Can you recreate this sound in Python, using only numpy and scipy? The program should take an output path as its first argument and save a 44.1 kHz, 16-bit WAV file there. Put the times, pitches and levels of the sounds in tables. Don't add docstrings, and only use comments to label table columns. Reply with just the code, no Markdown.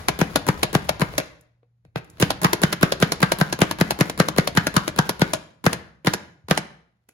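import sys
import numpy as np
from scipy import signal
from scipy.fft import rfft, irfft, next_fast_len
from scipy.io import wavfile
from scipy.ndimage import uniform_filter1d

SR = 44100
rng = np.random.default_rng(int(sys.argv[2]) if len(sys.argv) > 2 else 0)


def unload_audio(sound):
    columns = np.transpose(np.atleast_2d(sound))
    steps = np.round(np.clip(columns, -1, 1) * 32767)
    wavfile.write(sys.argv[1], SR, steps.astype(np.int16))


N = 314433

SIZE, LEAD = 4096, 512 / SR
TIME = np.arange(SIZE) / SR
BINS = np.fft.rfftfreq(SIZE, 1 / SR)

# t/s, level/dB, downstroke length/s, dullness/dB (+ a low knock, - a hollow clack)
CHOPS = [(0.215, 6.5, .0247, 3), (0.4882, 5.6, .0211, -2), (0.7518, 7.3, .0214, 2.5),
         (1.0179, 5.3, 0.021, -12.5), (2.2256, 10.3, .0251, -1), (2.447, 10.9, 0.03, -17.5),
         (2.636, 11.5, 0.018, 3.5), (2.831, 11.4, 0.019, 7.5), (3.0262, 11.4, .024, 4),
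         (3.2298, 12.9, .0256, -9.5), (3.4131, 9.2, .026, -12.5), (3.618, 11.8, .0277, 6.5),
         (3.8121, 9, .0251, 2), (4.0097, 9.1, 0.02, 3.5), (4.2013, 10.1, .0242, 8.5),
         (4.3846, 10, 0.021, 7.5), (4.5745, 12.1, 0.023, -9), (4.767, 9.6, .025, -9.5),
         (4.9897, 10, .0275, -8), (5.2185, 9, 0.023, 6), (5.6652, 11.4, 0.023, 4),
         (6.0721, 10, 0.024, -1.5), (6.5112, 10, .026, 1)]
# t/s, level/dB
RETURNS = [(0.086, 8.5), (0.36, 8), (0.633, 8.5), (0.893, 5), (1.182, 5.5), (2.306, 4), (2.533, 6.5),
           (2.729, 4.5), (2.923, 5), (3.122, 4), (3.321, 6.5), (3.528, 2.5), (3.713, 1), (3.909, 3.5),
           (4.099, -3), (4.287, 1.5), (4.476, 3), (4.67, 6), (4.88, 1), (5.095, 3.5), (5.336, 3),
           (5.732, 1), (6.138, 3), (6.577, 4.5)]
# t/s, factor on the length of the snap
DRAG = [(.6, 1.14), (.9, 1.4), (1.2, 1), (5.3, 1.13), (5.8, 1)]
# f/Hz, level/dB
CHOP_COLOUR = [(60, -6.5), (250, -7.5), (450, -5), (700, -4.5), (1000, -7.5), (1500, -9), (2000, -10),
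               (2800, -17), (4000, -16.5), (6000, -22.5), (8500, -26), (11000, -24.5), (15000, -35.5)]
# f/Hz, level/dB
TICK_COLOUR = [(60, -24.5), (250, -4), (450, -4), (700, -13), (1000, -2), (1500, -18.5), (2000, -12.5),
               (2800, -13), (4000, -12.5), (6000, -21), (8500, -17.5), (11000, -16.5), (15000, -23.5)]
# f/Hz, width/Hz, lift/dB
BOARD_MODES = [(306, 14, 9), (477, 25, 7.5), (1010, 49, 0.5), (1223, 29, 3.5), (1456, 7.2, 6),
               (1570, 42, 5.5), (1980, 16, -0.5), (2120, 36, 1.5), (2170, 36, -0.1), (3003, 25, 6.5),
               (3470, 21, -3), (4700, 45, 0)]


def gain_of(db):
    return 10 ** (np.asarray(db) / 20)


def read(points, hz):
    f, value = np.transpose(points)
    return np.interp(np.log(hz + 1), np.log(f + 1), value)


def at(points, s):
    return np.interp(s, *np.transpose(points))


def curve(points):
    return at(points, np.arange(N) / SR)


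def add(mix, s, sound):
    part = mix[..., max(round(s * SR), 0):][..., :sound.shape[-1]]
    part += sound[..., :part.shape[-1]]


def causal(db):
    log_gain = np.log(gain_of(np.r_[db, db[-2:0:-1]]))
    return np.exp(np.conj(signal.hilbert(log_gain)))[:len(db)]


def noise(colour):
    size = 2 ** 19
    white = rng.standard_normal((2, size))
    gain = gain_of(read(colour, np.fft.rfftfreq(size, 1 / SR)))
    x = irfft(rfft(white) * gain)[:, :N]
    return x / x.std()


def stick_slip(hold):
    return np.exp(.6 * np.repeat(rng.standard_normal(N // hold + 1), hold)[:N])


def cluster(rise, fall, grit):
    swell = np.exp(np.minimum((TIME - LEAD) / rise, (LEAD - TIME) / fall))
    grains = np.repeat(np.exp(grit * np.minimum(rng.standard_normal(SIZE // 16), 1.7)), 16)
    force = rfft(rng.standard_normal((2, SIZE)) * swell * grains)
    smooth_power = uniform_filter1d(abs(force) ** 2, size=81, axis=1)
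    return force / np.sqrt(smooth_power)


def rattle(db, corner_hz, rise, fall):
    return gain_of(db) * cluster(rise, fall, grit=0.75) / (1 + 1j * BINS / corner_hz)


def body(modes):
    ring = np.zeros(SIZE)
    for hz, width, db in modes:
        strength = (gain_of(db) - 1) * 2 * np.pi * width / SR
        ring += strength * np.exp(-np.pi * width * TIME) * np.cos(2 * np.pi * hz * TIME)
    return 1 + rfft(ring)


def contact(force, response, colour, low_db, mid_db, treble_db):
    tilt = read([(30, -15), (130, 0), (400, low_db), (550, low_db), (1000, mid_db),
                 (1900, 0), (4000, 0), (7000, treble_db)], BINS)
    wander = 2 * read(np.c_[np.geomspace(300, 12000, 12), rng.standard_normal(12)], BINS)
    sound = force * response * causal(read(colour, BINS) + tilt + wander)
    presence = (BINS > 1500) & (BINS < 5000)
    energy = np.sum(abs(sound[:, presence]) ** 2) / SIZE
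    return irfft(sound) / np.sqrt(energy)


def thump(hz, sweep_hz, sweep_time, hold, onset):
    pitch = hz * (1 + 0.015 * rng.standard_normal()) + sweep_hz * np.exp(-TIME / sweep_time)
    swing = (1 - np.exp(-TIME / onset)) / (1 + (TIME / hold) ** 5.2)
    wave = -np.sin(2 * np.pi * np.cumsum(pitch) / SR) * swing
    return wave / np.linalg.norm(wave)


def push(length):
    u = TIME / length
    wave = u * (2 - u) * np.exp(-u)
    return -wave / np.linalg.norm(wave)


def hum():
    # t/s, rms level/dB
    hum_level = [(0, -65), (1.75, -65), (6.9, -75)]
    return np.sqrt(2) * gain_of(curve(hum_level)) * np.sin(2 * np.pi * 118.4 * np.arange(N) / SR)


def rumble():
    # f/Hz, relative level/dB
    rumble_colour = [(20, -19.5), (45, -6.5), (68, 3.5), (90, -5), (160, -5), (300, -24), (800, -50.5)]
    # start t/s, end t/s, level/dB
    bouts = [(0, 1.186, -42), (2.251, 5.262, -47)]
    rise, fall, rest_db = 77, 109, -78.5
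    t = np.arange(N) / SR
    level = gain_of(rest_db)
    for start, end, db in bouts:
        before, after = np.maximum(start - t, 0), np.maximum(t - end, 0)
        level = level + gain_of(db - rise * before - fall * after)
    return noise(rumble_colour) * level


def air():
    # f/Hz, relative level/dB
    air_colour = [(25, -17.5), (60, 5.5), (120, 0), (200, -10), (400, -15), (1000, -22.5), (3000, -28),
                  (8000, -35.5), (15000, -49)]
    # t/s, level/dB
    air_level = [(0, -68), (1.7, -83), (6.9, -81.5)]
    echo = noise(CHOP_COLOUR) * gain_of(curve([(0, -39), (.5, -88.5)]))
    return noise(air_colour) * gain_of(curve(air_level)) + rumble() + echo


def room_tail():
    # f/Hz, time to decay by 60 dB/s
    decay_times = [(100, 0.73), (260, .5), (700, 0.52), (1800, .5), (4800, 0.4449), (12800, 0.38)]
    t = np.arange(SR) / SR
    sign = rng.choice([-1., 1.], (2, SR))
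    present = rng.random((2, SR)) < 4000 / SR
    taps = sign * present * np.clip(t / 0.009, 0, 1)
    hz, frame_t, z = signal.stft(taps, SR, nperseg=256)
    t60 = read(decay_times, hz)[:, None]
    tail = signal.istft(z * gain_of(-60 * frame_t / t60) / np.sqrt(t60), SR, nperseg=256)[1][:, :SR]
    return tail * np.sqrt(2 * np.log(1000) / np.sum(taps[0] ** 2))


def kitchen(x, count=4):
    # f/Hz, level/dB
    room_colour = [(40, -23.5), (65, -3), (110, -14.5), (200, -13), (450, -12.5), (1000, -12), (2000, -10),
                   (5000, -14), (10000, -21.5), (15000, -25.5)]
    colour = causal(read(room_colour, np.fft.rfftfreq(SR, 1 / SR)))
    tails = [irfft(rfft(room_tail()) * colour) for _ in range(count)]
    edges = [0] + [round(row[0] * SR) - SIZE // 2 for row in CHOPS] + [N]
    echo = np.zeros((2, N))
    for k, (start, end) in enumerate(zip(edges, edges[1:])):
        add(echo, start / SR, signal.fftconvolve(x[:, start:end], tails[k % count], axes=1))
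    return echo


def stereo_width(x):
    # f/Hz, likeness of left and right (clipped to 0-1)
    likeness = [(50, 2.4), (130, 0.5), (170, 1), (350, 0.62), (600, 0.5), (1000, 0.25), (2500, 0),
                (6000, 0), (7000, 1.63), (15000, -0.1)]
    # f/Hz, phase lag of the right channel/rad
    phase_lag = [(150, .1), (500, 0.36), (1000, 1.4), (2200, 3.5), (4000, 0.93), (7000, 1.33), (8700, 3.06),
                 (11000, 6.5), (13600, 14), (15500, 8.6)]
    # f/Hz, left minus right level/dB
    balance = [(150, -2), (500, 1), (1400, 2), (2500, 0), (4800, -5), (8000, -1.5), (15000, -2.5)]
    size = next_fast_len(N + SIZE)
    hz = np.fft.rfftfreq(size, 1 / SR)
    left, other = rfft(x, size)
    same = np.clip(read(likeness, hz), 0, 1)
    right = same * left + np.sqrt(1 - same ** 2) * other
    right = right * np.exp(-1j * read(phase_lag, hz))
    lean = gain_of(read(balance, hz) / 2)
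    return irfft(np.array([left * lean, right / lean]), size)[:, :N]


def handling():
    # t/s, level/dB, brightness/dB, table thump level/dB
    knocks = [(1.1389, -21.5, -6, -22.5), (1.2009, -5.5, 0, -18), (1.411, -46, 23, -39),
              (1.631, -49.5, -17, -52), (1.851, -39, 0.5, -23.5), (1.9597, -5, -4.5, 2.5),
              (1.9856, -24, -1, -11.5), (2.046, -40.5, 19.5, -34), (2.1008, -35, 19.5, -27),
              (7.09, -32, 14.5, -46)]
    # t/s, level/dB
    nudges = [(1.877, -26.5), (6.439, -19.5), (6.452, -26)]
    # t/s, level/dB
    slide_level = [(1.95, -101.5), (1.975, -36), (2.0, -57.5), (2.04, -68), (2.1, -72.5), (2.19, -55),
                   (2.22, -87)]
    # f/Hz, width/Hz, lift/dB
    cup_modes = [(478, 50, 7), (2385, 70, 15), (2580, 79, 18.5), (3850, 60, 10), (4250, 60, 13.5)]
    clatter, table = np.zeros((2, N)), np.zeros(N)
    board, cup = body(BOARD_MODES), body(cup_modes)
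    for s, db, bright, thump_db in knocks:
        force = cluster(rise=0.0008, fall=0.002, grit=0.6)
        force = force + rattle(db=-11, corner_hz=4000, rise=.001, fall=0.011)
        full = -0.45 * bright
        knock = contact(force, board, CHOP_COLOUR, 4 + full, -1 + full, -2.5 + bright)
        add(clatter, s - LEAD, gain_of(db) * knock)
        chatter = contact(cluster(rise=0.0022, fall=.022, grit=.7), cup, CHOP_COLOUR, full, full, bright)
        add(clatter, s - LEAD, gain_of(db - 5.5) * chatter)
        boom = thump(hz=147, sweep_hz=900, sweep_time=0.00037, hold=0.015, onset=0.0017)
        add(table, s + 0.0016, gain_of(thump_db) * boom)
    for s, thump_db in nudges:
        nudge = thump(hz=95, sweep_hz=80, sweep_time=.003, hold=.02, onset=.004)
        add(table, s, gain_of(thump_db) * nudge)
    slips = stick_slip(hold=128)
    slide = noise(CHOP_COLOUR) * slips * gain_of(curve(slide_level))
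    return clatter + slide, table


def pieces():
    # f/Hz, relative level/dB
    scrape_colour = [(100, -15.5), (400, 8), (1200, 4), (3000, -2.5), (6000, -8), (11000, -14),
                     (15000, -18.5)]
    squelch_db, squelch_per_drag = -25, 7
    scrape_db, scrape_per_drag = -45.5, -7.5
    clatter, scraping = np.zeros((2, N)), np.zeros(N)
    for (landing, *_), (snap, _) in zip(CHOPS, RETURNS[1:]):
        extra_drag, length = at(DRAG, snap) - 1, snap - landing
        force = cluster(rise=.002, fall=0.024, grit=0.9)
        squelch = contact(force, 1, TICK_COLOUR, low_db=-1.5, mid_db=-3.5, treble_db=1.0)
        pull_free = landing + .66 * length
        add(clatter, pull_free - LEAD, gain_of(squelch_db + squelch_per_drag * extra_drag) * squelch)
        stroke = signal.windows.tukey(round(length * SR), .1)
        add(scraping, landing, gain_of(scrape_db + scrape_per_drag * extra_drag) * stroke)
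    slips = stick_slip(hold=64)
    return clatter + noise(scrape_colour) * slips * scraping


def plunger():
    # f/Hz, width/Hz, lift/dB
    housing_modes = [(320, 75, 8.6), (620, 120, 6.7), (630, 57, 1.2), (1444, 68, 12), (1594, 44, 10),
                     (1680, 86, 6.4), (2250, 12, 5.8), (2255, 15, 0.87), (3100, 18, 1.7), (4100, 45, 3.3),
                     (3960, 19, 2), (4220, 62, 3.1)]
    # f/Hz, level/dB
    return_colour = [(60, -11.5), (250, -5.5), (450, -1.5), (700, -3.5), (1000, 0), (1500, -13.5),
                     (2000, -7.5), (2800, -8), (4000, -8.5), (6000, -10.5), (8500, -13), (11000, -10.5),
                     (15000, -24)]
    # t/s, tick level/dB
    firmness = [(.2, 3.5), (1.0, 0.5), (2.3, 7), (2.8, 0.5), (3.9, 0.5), (5.2, -2), (5.7, 1), (6.5, -2.5)]
    clatter, table = np.zeros((2, N)), np.zeros(N)
    housing = body(housing_modes)
    for landing, _, travel, _ in CHOPS:
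        firm = at(firmness, landing)
        # s before landing, level dB, treble dB
        for early, db, treble in [(travel, -9.5, 3.5), (travel * 0.45, -10, 5)]:
            s, size = landing - early, gain_of(db + firm)
            force = cluster(rise=0.0005, fall=0.0015, grit=0.29)
            force = force + rattle(db=5.5, corner_hz=4000, rise=0.00085, fall=0.022)
            tick = contact(force, housing, TICK_COLOUR, 0, 0, treble + .6 * firm)
            add(clatter, s - LEAD, size * tick)
            boom = thump(hz=165, sweep_hz=930, sweep_time=0.0012, hold=0.015, onset=0.0017)
            add(table, s + 0.0035, size * gain_of(4.5) * boom)
    for s, db in RETURNS:
        drag = at(DRAG, s)
        force = cluster(rise=0.0011 * drag, fall=0.0015 * drag, grit=0.53)
        force = force + rattle(db=-2.0, corner_hz=5100, rise=0.0011, fall=0.0097)
        tone = 0, -1.5 + 7 * (drag - 1), 1 - 11 * (drag - 1)
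        add(clatter, s - LEAD - .0004, gain_of(db) * contact(force, housing, return_colour, *tone))
        rebound = contact(cluster(rise=0.0042, fall=0.0039, grit=0.93), housing, return_colour, *tone)
        add(clatter, s + 0.0053 - LEAD, gain_of(db - 14) * rebound)
        jolt = gain_of(db - 5 + 7 * (drag - 1.5))
        boom = thump(hz=142, sweep_hz=302, sweep_time=.002, hold=0.011, onset=.005)
        add(table, s + .009, jolt * boom)
    return clatter, table


def blades():
    # t/s, change in thump level/dB
    weight = [(.5, -1), (2.3, 1), (5.2, 0.5), (6.0, -0.5)]
    clatter, table = np.zeros((2, N)), np.zeros(N)
    bend_delay, bend_hz = 0.000903, 680
    bending = np.exp(-2j * np.pi * 2 * bend_delay * np.sqrt(bend_hz * BINS))
    board = body(BOARD_MODES) * bending
    for s, db, _, dull in CHOPS:
        force = cluster(rise=0.0011, fall=0.0013, grit=0.55)
        force = force + rattle(db=0.5, corner_hz=3180, rise=0.0025, fall=0.011)
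        knock = contact(force, board, CHOP_COLOUR, low_db=-10.5, mid_db=-2 - 0.38 * dull, treble_db=2)
        add(clatter, s - LEAD - .0004, gain_of(db) * knock)
        boom = thump(hz=156.5, sweep_hz=1210, sweep_time=.00085, hold=.013, onset=0.0024)
        boom = boom + gain_of(-23.5) * push(length=0.0038)
        slam = thump(hz=158, sweep_hz=780, sweep_time=.0013, hold=0.0021, onset=.0012)
        add(table, s + .0011, gain_of(6 + 0.82 * dull) * slam)
        add(table, s + 0.0013, gain_of(14 + at(weight, s)) * boom)
    return clatter, table


def scene():
    # t/s, left minus right level/dB
    drift = [(.6, 2.9), (2.3, 0.9), (4.2, 2.3), (5.6, 1.8), (6.3, 0.64)]
    clatter, table = (sum(parts) for parts in zip(blades(), plunger(), handling()))
    clatter = clatter + pieces()
    near = stereo_width(clatter + kitchen(clatter + table) + air()) + table
    return near * gain_of(np.outer([.5, -.5], curve(drift))) + hum()


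def record(dry):
    dry = signal.sosfilt(signal.butter(1, 22, "highpass", fs=SR, output="sos"), dry)
    rounded = dry / (1 + (dry / .92) ** 6) ** (1 / 6)
    lowpass = signal.firwin(201, 16100, window=("kaiser", 9), fs=SR)
    return signal.oaconvolve(rounded, lowpass[None], "same")


dry = scene()
out = record(dry)
unload_audio(out)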